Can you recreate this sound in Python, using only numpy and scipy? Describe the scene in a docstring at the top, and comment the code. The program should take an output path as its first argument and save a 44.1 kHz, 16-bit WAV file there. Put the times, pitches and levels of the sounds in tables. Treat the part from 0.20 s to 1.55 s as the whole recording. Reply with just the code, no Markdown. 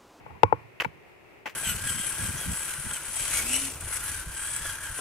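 """A machete works on a young coconut on bare ground, outdoors.
The blade rubs in the husk, then knocks the hollow nut twice, the first blow hard enough to overload
the left microphone. Each knock rings nut and blade and drives the nut into the soil.
Two slices tear through wet fibres, the first ending in a lighter knock.
Faint echoes and a steady hiss lie underneath."""
import sys
import numpy as np
from scipy import signal
from scipy.fft import rfft, irfft
from scipy.io import wavfile
from scipy.ndimage import uniform_filter1d

SR = 44100
rng = np.random.default_rng(int(sys.argv[2]) if len(sys.argv) > 2 else 0)


def put_to_file(sound):
    """Save the sound as 16-bit audio at rate SR, in the file named by the first command-line argument."""
    columns = np.atleast_2d(sound).T  # one column per channel
    safe = np.clip(columns, -1, 1)
    whole_steps = np.round(safe * 32767)
    wavfile.write(sys.argv[1], SR, whole_steps.astype(np.int16))


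N = 59535

# blade drag in the cut (time [s], level [dB])
RUB_LEVELS = [(0, -3.5), (.06, -12.5), (.115, 0.5), (.17, -3), (.22, -10), (.24, -43)]
# blows on the nut (time [s], nut level [dB], contact [s], pitch [ratio], nut tilt [dB/oct], blade [dB],
# clack [dB], crack [dB], crack tilt [dB/oct], thud [dB], thud pitch [Hz], thud delay [s], thud t60 [s])
KNOCK_EVENTS = [(0.0623, -31, 0.0035, 1.04, 0.5, -48, -58, -79, -1.5, -39.5, 85.6, 0.0049, 0.054),
                (0.1045, -36.5, 0.0042, 0.97, 7.5, -71, -82, -60.5, -3.5, -47, 86.5, 0.0032, .1),
                (0.2322, 3, 0.0029, 1.02, 0, -33.5, -29.5, -19.5, -1, -14.5, 96, 0.0037, 0.19),
                (0.3244, -4.5, 0.0035, 1.017, -1.5, -41.5, -33, -73, -4, -22, 103, 0.0037, 0.093),
                (0.6469, -18.5, 0.0079, 1.04, 5, -54, -17.5, -25, -1, -18.5, 118.3, 0.01337, 0.041)]
# spurts of tearing (time [s], hold [s], level [dB], tilt [dB/oct], t60 [s], snap [dB], nut ring [dB])
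SLICE_SPURTS = [(0.6000, 0.0026, -26.5, -0.26, 0.057, -15, -45),
                (0.605, 0.0022, -24.5, 0.45, 0.062, -45, -44),
                (0.6182, 0.002, -26.5, -0.5, 0.037, -28, -42), (0.635, 0.0097, -44.5, 2.5, 0.12, -52, -58),
                (1.2572, 0.013, -30.5, -0.5, 0.023, -35, -33.5),
                (1.2732, 0.005, -32.5, -0.24, 0.063, -32.5, -50), (1.2945, 0.0017, -43, 3, 0.13, -60, -60)]

# modes (frequency [Hz], t60 [s], left [dB], right [dB])
NUT_MODES = [(300, 0.0475, -33.5, -19), (461.8, 0.037, -9, -15), (519, 0.04, -21, -21),
             (868.5, 0.018, 1, -32), (964.7, 0.032, -12.5, -21.5), (1101, 0.0067, -21.5, -21.5),
             (1346, .016, -12.5, -19), (1849, 0.0056, -18, -26), (2560, 0.0058, -27.5, -50)]
BLADE_MODES = [(884, .2, -20, -2.5), (1080, 0.51, -1.5, -15), (1119, 0.2, 1, -11), (1500, 0.13, -13, -5.5),
               (2260, 0.35, -7.5, -19), (2405, 0.89, -24, -15.5), (2815, 0.14, -34, -28.5)]
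CLACK_MODES = [(1600, 0.012, -19, 0), (2276, .025, 3, -11), (2696, 0.013, -2.5, -10)]  # edge on shell
SNAP_MODES = [(2605, 0.033, -13, 1.5), (2807, 0.0367, -4.5, -14), (3030, 0.047, -6.5, -12)]  # husk splitting

# spectra (frequency [Hz], density [dB])
GROUND_SPECTRUM = [(30, -34.5), (60, 2), (85, 9), (170, -1.5), (250, -10), (600, -30), (2000, -79)]
AIR_SPECTRUM = [(25, 1), (50, -4.5), (110, -4), (180, -6), (260, -9), (370, 0), (550, -5.5), (780, -7),
                (1050, -11), (1550, -14.5), (2000, -8), (2700, -11), (3100, -22), (4100, -27.5),
                (7000, -33), (15500, -35.5)]
HUSK_SPECTRUM = [(60, -11), (250, -11.5), (450, -2), (900, -1.5), (1400, -1.5), (2000, 2), (2800, -4),
                 (3700, -14), (6000, -17), (9000, -25.5), (15000, -24.5)]
ECHO_SPECTRUM = [(40, -1.5), (110, 8), (250, -0.5), (500, -35.5), (1000, -10), (2500, -9.5), (5000, -4.5),
                 (15000, -19)]

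RING_RISE_S, SNAP_RISE_S, RIGHT_LAG_S = 0.0003, 0.00043, 0.00027
GROUND_PAN_DB, HUSK_PAN_DB = -17.5, 1.5


def undb(db):
    return 10 ** (np.asarray(db) / 20)


def unit_rms(x):
    return x / np.sqrt(np.mean(x ** 2))


def pan(db):
    """Stereo gains for a left-minus-right level."""
    return undb(np.array([[db], [-db]]) / 2 - abs(db) / 2)


def since(start_s):
    """Seconds since the start, zero before it."""
    return np.maximum(np.arange(N) / SR - start_s, 0)


def envelope(start_s, rise_s, hold_s, t60_s):
    """Attack, hold, exponential release."""
    attack = 1 - np.exp(-since(start_s) / rise_s)
    return attack * np.exp(-np.log(1000) * since(start_s + hold_s) / t60_s)


def colour(x, spectrum, tilt_db_oct=0, size=4096):
    """Minimum-phase filter of unit power through a tilted spectrum."""
    octave = np.log2(np.maximum(np.fft.rfftfreq(size, 1 / SR), 1))
    hz, db = np.array(spectrum).T
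    tilt_db = tilt_db_oct * np.clip(octave, np.log2(hz[0]), np.log2(hz[-1]))
    gain = unit_rms(undb(np.interp(octave, np.log2(hz), db) + tilt_db))
    cepstrum = irfft(np.log(gain))
    cepstrum[1:size // 2] *= 2
    cepstrum[size // 2 + 1:] = 0
    impulse = irfft(np.exp(rfft(cepstrum)))
    return signal.fftconvolve(np.atleast_2d(x), impulse[None], axes=1)[:, :N]


def spread(mid, side, width):
    """Two partly correlated channels."""
    return (mid + width * side * np.array([[1], [-1]])) / np.hypot(1, width)


def wander(rate_hz):
    """Slow random drift, unit RMS."""
    step = int(SR / rate_hz)
    stairs = np.repeat(rng.standard_normal(N // step + 2), step)
    return unit_rms(uniform_filter1d(stairs, step)[:N])


def ring(modes, start_s, rise_s, hold_s=0, pitch_ratio=1, tilt_db_oct=0):
    """Struck modes swell, hold and decay; the right channel lags."""
    out = np.zeros((2, N))
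    centre_hz = np.median([mode[0] for mode in modes])
    span = slice(int(start_s * SR), int(start_s * SR) + SR // 2)
    t = np.array([since(start_s)[span], since(start_s + RIGHT_LAG_S)[span]])
    swell = 1 - np.exp(-(t / rise_s) ** 2)
    fall = -np.log(1000) * np.maximum(t - hold_s, 0)
    for hz, t60_s, left_db, right_db in modes:
        gain = undb(np.array([[left_db], [right_db]]) + tilt_db_oct * np.log2(hz / centre_hz))
        out[:, span] += gain * swell * np.exp(fall / t60_s) * np.sin(2 * np.pi * hz * pitch_ratio * t)
    return out


def rubbing(nut_db=-51, ground_db=-45):
    """The blade drags unevenly in the cut; the nut hums and shifts on the ground."""
    force = undb(np.interp(since(0), *np.array(RUB_LEVELS).T) + 2 * wander(rate_hz=59))
    friction = rng.standard_normal((1, N))
    nut = unit_rms(signal.fftconvolve(friction, ring(NUT_MODES, 0, RING_RISE_S))[:, :N])
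    ground = colour(rng.standard_normal(N), GROUND_SPECTRUM) * pan(GROUND_PAN_DB)
    return force * (undb(nut_db) * nut + undb(ground_db) * ground)


def air(left_db=-52, right_db=-53.5, waver_db=0.7):
    """Steady outdoor hiss, wavering slightly."""
    hiss = colour(spread(*rng.standard_normal((2, N)), width=0.95), AIR_SPECTRUM)
    return hiss * undb(np.array([[left_db], [right_db]]) - waver_db * wander(rate_hz=14))


def knocks():
    """Each blow rings nut and blade, clacks on the shell, cracks the husk and thuds into the ground."""
    out = np.zeros((2, N))
    for (at_s, nut_db, contact_s, pitch_ratio, nut_db_oct, blade_db, clack_db, crack_db, crack_db_oct,
         thud_db, thud_hz, thud_delay_s, thud_t60_s) in KNOCK_EVENTS:
        swell_s = 0.36 * contact_s
        out += undb(nut_db) * ring(NUT_MODES, at_s, swell_s, contact_s, pitch_ratio, nut_db_oct)
        out += undb(blade_db) * ring(BLADE_MODES, at_s, RING_RISE_S)
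        out += undb(clack_db) * ring(CLACK_MODES, at_s, SNAP_RISE_S)
        out += undb(crack_db) * fibres(envelope(at_s, rise_s=1 / SR, hold_s=0, t60_s=0.02), crack_db_oct)
        out += undb(thud_db) * thud(at_s + thud_delay_s, thud_hz, thud_t60_s)
    return out


def fibres(force, tilt_db_oct, snaps_per_s=3200, scatter_db=3.5, shelf_hz=3420, shelf_db=-8.5):
    """Dense, uneven fibre snaps, coloured by the husk; less treble on the right."""
    snaps = (rng.random((2, N)) < snaps_per_s / SR) * rng.choice([-1, 1], (2, N))
    sizes = undb(scatter_db * rng.standard_normal((2, N)))
    crackle = spread(*unit_rms(snaps * sizes), width=0.45)
    left, right = colour(crackle * force, HUSK_SPECTRUM, tilt_db_oct)
    treble = signal.sosfiltfilt(signal.butter(2, shelf_hz, "high", fs=SR, output="sos"), right)
    return np.array([left, right + (undb(shelf_db) - 1) * treble]) * pan(HUSK_PAN_DB)


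def thud(start_s, hz, t60_s, rise_s=0.0024, sag_s=0.0047, soil_t60_s=0.078, soil_db=-9.5):
    """The nut drives into the ground: a boom sagging an octave to hz, and a dull crunch of soil."""
    t = since(start_s)
    cycles = hz * (t + sag_s * (1 - np.exp(-t / sag_s)))
    boom = envelope(start_s, rise_s, 0, t60_s) * np.sin(2 * np.pi * cycles)
    crunch = rng.standard_normal((2, N)) * envelope(start_s, rise_s, 0, soil_t60_s)
    return (boom + undb(soil_db) * colour(crunch, GROUND_SPECTRUM)) * pan(GROUND_PAN_DB)


def slices(rise_s=0.0005):
    """The husk snaps open and the edge tears through in spurts, faintly ringing the nut."""
    out = np.zeros((2, N))
    for at_s, hold_s, tear_db, tilt_db_oct, t60_s, snap_db, nut_db in SLICE_SPURTS:
        out += undb(tear_db) * fibres(envelope(at_s, rise_s, hold_s, t60_s), tilt_db_oct)
        out += undb(snap_db) * ring(SNAP_MODES, at_s, SNAP_RISE_S)
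        out += undb(nut_db) * ring(NUT_MODES, at_s, RING_RISE_S, hold_s)
    return out


def echoes(x, level_db=-27):
    """Bank, wall and trees scatter a faint, short tail."""
    scatter = rng.standard_normal((2, N)) * envelope(0, rise_s=0.0057, hold_s=0, t60_s=0.54)
    tail = unit_rms(colour(scatter, ECHO_SPECTRUM)) / np.sqrt(N)
    return undb(level_db) * signal.fftconvolve(x, tail, axes=1)[:, :N]


def scene():
    """Machete work in the open air."""
    work = knocks() + slices() + rubbing()
    return work + echoes(work) + air()


def record(dry, low_cut_hz=60, clip_level=0.96, top_hz=15600):
    """The recorder thins the deep bass, clips the hardest knock and cuts the top."""
    thinned = signal.sosfilt(signal.butter(2, low_cut_hz, "high", fs=SR, output="sos"), dry)
    clipped = np.clip(thinned, -clip_level, clip_level)
    return signal.sosfilt(signal.ellip(8, 0.2, 70, top_hz, fs=SR, output="sos"), clipped)


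dry = scene()
out = record(dry)
put_to_file(out)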